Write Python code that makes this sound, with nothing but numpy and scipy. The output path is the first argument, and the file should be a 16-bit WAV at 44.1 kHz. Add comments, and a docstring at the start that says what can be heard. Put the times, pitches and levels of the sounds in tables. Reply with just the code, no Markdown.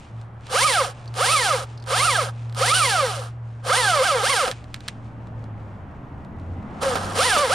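"""A battery chainsaw, close to the microphone, blipped again and again against a mossy branch high in a tree.
Its drive whines up and coasts down through the resonances of the plastic housing, while the chain
grinds in the wood and rattles round the steel bar. Between bursts the saw clicks and debris patters down.
Far off, an engine hums below and a thin whine climbs over low rumble and road noise."""
import sys
import numpy as np
from scipy import signal
from scipy.fft import rfft, irfft
from scipy.io import wavfile
from scipy.ndimage import uniform_filter1d, map_coordinates

SR = 44100
rng = np.random.default_rng(int(sys.argv[2]) if len(sys.argv) > 2 else 0)


def inscribe(sig):
    """Save sig as 16-bit PCM at rate SR to the path in sys.argv[1].

    A 1-D sig is mono; a 2-D sig holds one channel per row.
    Samples are clipped to [-1, 1] before scaling.
    """
    pcm = np.round(np.clip(np.atleast_2d(sig).T, -1, 1) * 32767)
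    wavfile.write(sys.argv[1], SR, pcm.astype(np.int16))


N = 332514


def from_db(db):
    """Decibels to gain."""
    return 10 ** (np.asarray(db) / 20)


def rms_one(x):
    """Scale to unit rms."""
    return x / np.sqrt(np.mean(x ** 2) + 1e-20)


def in_time(rows):
    """Each column of a curve at every sample."""
    times, *columns = np.transpose(rows)
    return [np.interp(np.arange(N) / SR, times, column) for column in columns]


def per_bin(points):
    """A (f/Hz, value) table at every Fourier bin."""
    hz, value = np.transpose(points)
    return np.interp(np.log(np.arange(N // 2 + 1) * SR / N + 1e-3), np.log(hz), value)


def drift(rate_hz):
    """Smooth random wandering with a spread near 1."""
    knots = rng.standard_normal(N // 20)
    return map_coordinates(knots, [np.arange(N) * rate_hz / SR], order=2, mode="wrap")


def resonate(x, hz, width_hz):
    """One resonance with gain 1 at its peak."""
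    r = np.exp(-np.pi * width_hz / SR)
    poles = [1, -2 * r * np.cos(2 * np.pi * hz / SR), r * r]
    return signal.lfilter(np.array([1, 0, -1]) * (1 - r * r) / 2, poles, x + 1e-18)


def ring(x, hz, t60):
    """A unit impulse starts a decaying sine of height 1."""
    r, w = from_db(-60 / (t60 * SR)), 2 * np.pi * hz / SR
    return signal.lfilter([0, np.sin(w)], [1, -2 * r * np.cos(w), r * r], x + 1e-18)


def impulses(events):
    """One impulse for each (t/s, level/dB) row."""
    times, db = np.transpose(events)
    return np.bincount(np.round(times * SR).astype(int), from_db(db), N)


def die_away(x, seconds):
    """Each impulse becomes an exponential decay."""
    return signal.lfilter([1], [1, -np.exp(-1 / (seconds * SR))], x + 1e-18)


# diffuse sound at the microphone pair: f/Hz, left-right correlation
MIC_LIKENESS = [(25, 0.31), (70, 1), (500, 0.9334), (1500, 0.28), (3000, 0.79), (6000, 1), (9000, 0.098),
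                (14000, .6)]
def diffuse(spectrum):
    """Coloured noise that reaches the two microphones only partly alike."""
    mid, side = rfft(rng.standard_normal((2, N)))
    alike = np.clip(per_bin(MIC_LIKENESS), -1, 1)
    pair = np.sqrt(1 + alike) * mid + np.sqrt(1 - alike) * side * [[1], [-1]]
    return rms_one(irfft(pair * from_db(per_bin(spectrum)), N))


# the air around the tree: t/s, rumble level/dB, road level/dB, wash level/dB
AIR_LEVELS = [(0, -47.5, -49.5, -50.5), (1.0, -45, -64.5, -47), (2.4, -51, -54, -48),
              (3.5, -50, -56.5, -50.5), (4.6, -45, -49, -49.5), (5.3, -42, -43, -46.5),
              (5.9, -41.5, -44, -46), (6.5, -38.5, -39, -46.5), (7.0, -44.5, -36.5, -33.5),
              (7.54, -46.5, -46.5, -40)]
# spectra of those three layers: f/Hz, level/dB
RUMBLE_SPECTRUM = [(15, 0.5), (35, -2), (55, 2.5), (73, 5), (86, 1), (130, 6.5), (180, -3), (260, -13.5),
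                   (400, -18.5), (800, -58.5)]
ROAD_SPECTRUM = [(60, -10.5), (130, -8.5), (190, -0.5), (290, -5), (420, -18), (800, -14.5), (2000, -50.5),
                 (5000, -80.5)]
WASH_SPECTRUM = [(100, -10.5), (250, -12.5), (450, -10.5), (800, -8.5), (1300, -12.5), (2000, -21.5),
                 (3000, -31.5), (5000, -49.5), (9000, -55), (12000, -81)]
def outdoors():
    """Low rumble, road noise and a far wash arrive from all around."""
    rumble, road, wash = from_db(in_time(AIR_LEVELS))
    return rumble * diffuse(RUMBLE_SPECTRUM) + road * diffuse(ROAD_SPECTRUM) + wash * diffuse(WASH_SPECTRUM)


# a faint whine far off: t/s, f/Hz, level/dB
FAR_WHINE_PATH = [(5.0, 1740, -79.5), (6.2, 1915, -67), (6.68, 2060, -60), (7.2, 2198, -76)]
def far_whine(waver_hz=8, flutter_db=3):
    """A thin, unsteady tone rises in the distance."""
    hz, level_db = in_time(FAR_WHINE_PATH)
    gain = from_db(level_db + flutter_db * drift(20))
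    return gain * np.sin(2 * np.pi * np.cumsum(hz + waver_hz * drift(40)) / SR)


# firing rate of the engine far below: t/s, f/Hz
ENGINE_PITCH = [(0, 110.4), (.6, 117), (2.6, 116.6), (4.8, 115.3), (5.35, 113), (5.7, 103.8), (6.0, 81.46),
                (6.55, 89.02), (7.0, 97.04), (7.54, 97.9)]
# swell of its firing tone: t/s, level/dB
ENGINE_LEVEL = [(0, -56.5), (.13, -36), (.45, -40.5), (1.02, -40.5), (1.13, -34.5), (1.65, -34), (1.9, -33),
                (2.55, -28.5), (3.0, -33), (4.0, -36), (4.45, -40.5), (4.95, -40.5), (5.33, -34),
                (5.63, -34.5), (6.07, -52), (6.52, -32), (6.82, -57.5), (7.05, -31.5), (7.54, -41.5)]
def far_engine(octave_db=-28, drone_hz=73, drone_db=-52, scatter_db=-48):
    """Only the firing tone, a trace of its octave and a lower drone carry this far."""
    hz, = in_time(ENGINE_PITCH)
    level_db, = in_time(ENGINE_LEVEL)
    angle = 2 * np.pi * np.cumsum(hz + 0.39 * drift(21)) / SR
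    firing = from_db(level_db - 0.68) * (np.sin(angle) + from_db(octave_db) * np.sin(2 * angle))
    # scattered paths make the tone fade in and out when it is weak
    scatter = from_db(scatter_db) * (drift(11) * np.sin(angle) + drift(11) * np.cos(angle))
    drone_gain = from_db(drone_db + 0.88 * drift(2.1))
    drone = drone_gain * np.sin(2 * np.pi * np.cumsum(drone_hz + 1.84 * drift(11)) / SR)
    return np.sqrt(2) * (firing + scatter + drone)


# handling and falling debris: t/s, level/dB
RUSTLE_LEVEL = [(0, -53), (.12, -60.5), (.21, -57.5), (.32, -76.5), (.47, -56), (1.0, -56.5), (1.8, -56),
                (2.5, -56), (3.35, -64), (3.6, -63.5), (4.56, -51), (4.95, -57.5), (5.35, -69), (6.1, -70),
                (6.24, -60.5), (6.35, -67.5), (6.75, -59)]
# leaves and branches nearby: f/Hz, level/dB
LEAF_SPECTRUM = [(1000, 1), (2500, 13), (4200, 5.5), (6500, 1), (8000, 2), (9300, -1.5), (11000, -32),
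                 (15000, -34.5)]
def rustle(patter_db=2.0, gust_db=3.5):
    """Handling and falling debris make a fine, uneven patter close to the microphone."""
    level_db, = in_time(RUSTLE_LEVEL)
    patter = rms_one(from_db(patter_db * drift(500) + gust_db * drift(15)))
    return from_db(level_db) * patter * diffuse(LEAF_SPECTRUM)


# chain clicks and snapping twigs: t/s, level/dB
CLICK_HITS = [(.2145, -36), (.409, -44), (.4684, -27), (1.058, -34), (1.141, -25.5), (1.84, -33.5),
              (1.863, -30), (2.4968, -33.5), (2.5258, -31), (2.5477, -25), (4.4805, -16), (4.5135, -11),
              (4.642, -33.5), (4.743, -14), (4.762, -33), (4.806, -28.5), (4.8803, -17.5), (4.884, -9.5),
              (5.2715, -40.5), (5.4411, -39.5), (6.2488, -41), (6.398, -44), (6.6279, -45)]
# modes of a click: f/Hz, level/dB, t60/s
CLICK_RING = [(1279.7, -11.5, 0.00609), (1740, -14, 0.0145), (2060, -12, 0.0064), (3400, -11.5, 0.0064),
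              (3950, -4, 0.00627), (4367, 1, 0.00156), (5750, -9.5, 0.00335), (7920, -9, 0.0032),
              (10000, -36, 0.0013)]
# steel links on the bar, also the colour of cracks and scrapes: f/Hz, level/dB
STEEL_SPECTRUM = [(900, -11.5), (1900, -5.5), (2600, 1), (3200, -0.5), (4400, -1), (5600, 0), (6400, -4.5),
                  (8100, -1.5), (9150, 0.5), (10200, -4.5), (11200, -15.5), (14500, -20.5), (15500, -40)]
def clicks(crack_db=-16, tail_db=-23):
    """A hard contact close by rings briefly and leaves a short scatter from the branches around."""
    hits = impulses(CLICK_HITS)
    body = sum((-1) ** k * from_db(db) * ring(hits, hz, t60) for k, (hz, db, t60) in enumerate(CLICK_RING))
    crack = from_db(crack_db) * die_away(hits, seconds=0.0003095) * diffuse(STEEL_SPECTRUM)
    tail = from_db(tail_db) * die_away(hits, seconds=0.00871) * diffuse(LEAF_SPECTRUM)
    return body + crack + tail


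# ticks of the catch before a squeeze: t/s, level/dB
CATCH_TICKS = [(1.077, -32.5), (1.7755, -33.5), (1.7994, -38.5), (1.8234, -33.5)]
def trigger_catch(ring_hz=4500, width_hz=600, dull_db=-24):
    """The sprung catch scrapes and rings briefly when it is thumbed."""
    scrape = die_away(impulses(CATCH_TICKS), seconds=0.0054) * diffuse(STEEL_SPECTRUM)
    return resonate(scrape, ring_hz, width_hz) + from_db(dull_db) * scrape


# teeth catching in the branch: t/s, level/dB
SNAG_HITS = [(4.477, -22.5), (6.832, -26), (6.955, -19), (7.363, -15)]
# the knock of a snag: f/Hz, level/dB
KNOCK_SPECTRUM = [(100, -18), (250, -6), (520, 2), (800, -1), (1300, 0), (2000, -9), (5000, -15),
                  (12000, -32)]
def snags():
    """A snag jolts the whole saw with a dull knock."""
    return die_away(impulses(SNAG_HITS), seconds=0.0137) * diffuse(KNOCK_SPECTRUM)


def link_strikes(angle, spectrum, depth, uneven_db):
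    """Links strike once every two mesh cycles, each with a strength of its own."""
    link = (angle / (4 * np.pi)).astype(int)
    strength = from_db(uneven_db * np.clip(rng.standard_normal(N // 20), -2, 2)[link])
    return diffuse(spectrum) * strength * (1 + depth * np.cos(angle / 2))


# modes of the steel bar: f/Hz, width/Hz, level/dB
BAR_MODES = [(2900, 80, -3), (3219, 80, -1), (3515, 70, -2), (3980, 100, -4), (4420, 120, -4),
             (5044, 100, -6), (6650, 80, -8), (7592, 60, -7), (9167, 80, -12)]
def chain_rattle(angle, bite, mesh_hz, full_speed_hz=1250):
    """The links set the bar ringing; the faster they run, the more they sizzle."""
    strikes = link_strikes(angle, STEEL_SPECTRUM, depth=0.18, uneven_db=0.2543 + 0.7 * bite)
    sizzle = (mesh_hz / full_speed_hz) ** 2 * resonate(strikes, hz=9200, width_hz=1000)
    ringing = sum(from_db(db) * resonate(strikes, hz, width) for hz, width, db in BAR_MODES)
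    return rms_one(strikes + sizzle + ringing)


# modes of the plastic shell: f/Hz, width/Hz, level/dB
HOUSING_MODES = [(528.37, 60.2, 3.5), (736.2, 110, -5), (990.1, 54, -10.5), (1262.2, 151.7, 3),
                 (1555, 81, -5.5), (1900, 53, -13), (2106.6, 79, -5.5), (2273, 62, -11.5),
                 (3125, 640, -7.5), (4400, 550, -10.5)]
def housing(force, direct_db=-16, band_hz=(440, 5100)):
    """The shell rings in its modes; it is too small to radiate bass and muffles the top."""
    ringing = sum(from_db(db) * resonate(force, hz, width) for hz, width, db in HOUSING_MODES)
    radiation = signal.butter(8, band_hz, "band", fs=SR, output="sos")
    return signal.sosfilt(radiation, from_db(direct_db) * force + ringing)


# chain drag, before the housing colours it: f/Hz, level/dB
GRIND_SPECTRUM = [(150, -5.5), (330, -3.5), (500, -1), (800, 8.5), (1050, 9), (1300, 2), (1800, 4.5),
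                  (2300, -23.5), (3200, -7), (6000, -31)]
def grinding(angle, bite):
    """The chain drags in bar and wood, rougher as it bites, and sounds through the housing."""
    return rms_one(housing(link_strikes(angle, GRIND_SPECTRUM, depth=0.13, uneven_db=1.5 + 1.8 * bite)))


# drive partials, the half multiples from the chain links: multiple of the mesh rate, level/dB
DRIVE_PARTIALS = [(.5, -12), (1, 0), (1.5, -13), (2, 1), (2.5, -14), (3, -7.5), (3.5, -14), (4, -6),
                  (4.5, -19), (5, -12), (5.08, -13), (6, -14), (7, -11), (7.5, -16), (8, -15), (8.5, -15),
                  (9, -14), (10, -16), (12, -17)]
def drive_whine(angle, bite, flutter_db=2.5, slack_rad=0.016, bite_rad=0.088, cycles_per_turn=12):
    """Drive partials sweep through the housing modes; biting teeth shake their phase."""
    shaken = angle + (slack_rad + bite_rad * bite) * drift(300)
    force = sum(from_db(db + flutter_db * drift(110)) * np.sin(multiple * shaken)
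                for multiple, db in DRIVE_PARTIALS)
    tension = 1 + 0.1 * np.cos(angle / cycles_per_turn)  # the chain tightens once per sprocket turn
    return housing(np.sqrt(2) * force * tension)


# trigger squeezes: pull t/s, release t/s, stall t/s, ungoverned top mesh f/Hz,
# friction/(Hz/s), drag/(Hz/s per Hz squared), drive level/dB, chain level/dB
TRIGGER_SQUEEZES = [(0.476, .657, .93, 1280, 3634, 0.001458, -0.5, 1),
                    (1.126, 1.329, 1.635, 1340, 2899, 0.001099, -.5, 0),
                    (1.846, 2.061, 2.3, 1450, 3950, 0.002082, -0.5, -.5),
                    (2.535, 2.771, 3.29, 1583, 1253, 0.002867, -0.5, 0.5),
                    (3.622, 3.782, 4.52, 1049, 1383, 0.00174, 1, 0),
                    (4.014, 4.057, 4.52, 822, 198, .0076, -0.5, -1),
                    (4.22, 4.309, 4.52, 1168, 3600, .0023, -1, -1),
                    (6.8, 6.832, 7.6, 288.3, 80.18, .0064, 5.5, 3.5),
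                    (6.965, 6.986, 7.6, 199.5, 20, .005, 3, 1.5),
                    (7.144, 7.262, 7.6, 1032, 3850, 0.000098, 0, 1),
                    (7.378, 7.419, 7.6, 590.9, 2750, .0001, 0, -1),
                    (7.487, 7.544, 7.6, 866, 3040, .002, -0.5, -1)]
def motor(governed_hz=1507.8, stall_db_per_s=499.5):
    """A squeeze speeds it up evenly; let go, it coasts against friction and drag until the chain stalls."""
    t = np.arange(N) / SR
    mesh_hz, powered, level_db = np.zeros(N), np.zeros(N), np.zeros((2, N))
    for pull, release, stall, top_hz, friction, drag, drive_db, chain_db in TRIGGER_SQUEEZES:
        since_pull, held = t >= pull, t < release
        rise = np.interp(t, [pull, release], [np.interp(pull, t, mesh_hz), top_hz])
        even_hz = np.sqrt(friction / drag)  # at this speed drag and friction brake alike
        braked = drag * even_hz * np.maximum(t - release, 0)
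        coast = even_hz * np.tan(np.maximum(np.arctan(top_hz / even_hz) - braked, 0))
        stalled_db = stall_db_per_s * np.clip(t - stall, 0, .5)
        mesh_hz = np.where(since_pull, np.where(held, rise, coast), mesh_hz)
        powered = np.where(since_pull, held, powered)
        level_db = np.where(since_pull, [drive_db - stalled_db, chain_db - stalled_db], level_db)
    gains = uniform_filter1d(from_db(level_db), size=300)
    return np.minimum(mesh_hz, governed_hz), uniform_filter1d(powered, size=800), gains


# the teeth in the wood: t/s, bite from 0 to 1
BITE_DEPTH = [(0, 0.4), (3.5, 0), (3.7, 0.3), (4.2, 0.7), (4.5, .8), (6.96, 0.88), (7.0, 0.5), (7.16, 1),
              (7.54, 0.2)]
# harder work is louder: unloaded mesh f/Hz, whine level/dB, grinding level/dB, rattle level/dB
WORK_LEVELS = [(0, -77, -63.5, -80.5), (111, -56.5, -48.5, -56), (200.5, -44, -37.5, -43),
               (306.9, -35, -36, -37.5), (408, -31, -33, -32.5), (556, -23, -30.5, -30),
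               (860, -22, -32, -26), (1390, -20.5, -32, -24.5)]
def chainsaw(bite_load=0.34, bite_waver=0.01, taut_grind_db=2.5, taut_chain_db=2.17, chatter_db=1.0):
    """Whine, grinding and rattle follow one motor, which works harder and wavers as the teeth bite."""
    mesh_hz, powered, (drive_gain, chain_gain) = motor()
    bite, = in_time(BITE_DEPTH)
    work_hz = mesh_hz * (1 + bite_load * bite)
    unloaded_hz, *levels = np.transpose(WORK_LEVELS)
    whine_db, grind_db, chain_db = (np.interp(work_hz, unloaded_hz, db) for db in levels)
    angle = 2 * np.pi * np.cumsum(mesh_hz * (1 + bite_waver * bite * drift(90))) / SR
    whine = from_db(whine_db) * drive_whine(angle, bite)
    # the chain is pulled taut, and louder, while the trigger is held
    grind = from_db(grind_db + taut_grind_db * powered) * grinding(angle, bite)
    chain_db = chain_db + taut_chain_db * powered + chatter_db * drift(70)
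    rattle = from_db(chain_db) * chain_rattle(angle, bite, mesh_hz)
    return drive_gain * (whine + grind) + chain_gain * rattle + snags()


# the saw at the microphone pair: f/Hz, left minus right level/dB
SAW_BALANCE = [(400, 1), (740, 0.5), (1220, -4.5), (2010, -4), (3330, -2), (5300, -0.5), (7000, 6),
               (9080, -4.5), (15000, -4.5)]
def scene():
    """Up in the tree: the saw is close and a little to the right; the rest lies all around."""
    balance = from_db(per_bin(SAW_BALANCE) * [[.5], [-.5]])
    near = irfft(rfft(chainsaw() + clicks() + trigger_catch()) * balance, N)
    return near + far_engine() + far_whine() + outdoors() + rustle()


def limit(pair, ceiling_db=-16.0):
    """Gain control turns down the moments when the whine swells on a resonance."""
    power = uniform_filter1d(np.mean(pair ** 2, axis=0), size=300)
    return pair / (1 + (power / from_db(ceiling_db) ** 2) ** 4) ** (1 / 8)


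def record(dry, port_hz=7900, port_width_hz=600, cutoff_hz=15300):
    """The right microphone port turns the phase at its resonance; peaks are held down, the top is cut."""
    r = np.exp(-np.pi * port_width_hz / SR)
    poles = [1, -2 * r * np.cos(2 * np.pi * port_hz / SR), r * r]
    right = signal.lfilter(poles[::-1], poles, dry[1])  # all-pass
    pair = limit(np.array([dry[0], right]))
    return signal.sosfilt(signal.ellip(12, .1, 80, cutoff_hz, fs=SR, output="sos"), pair)


dry = scene()
out = record(dry)
inscribe(out)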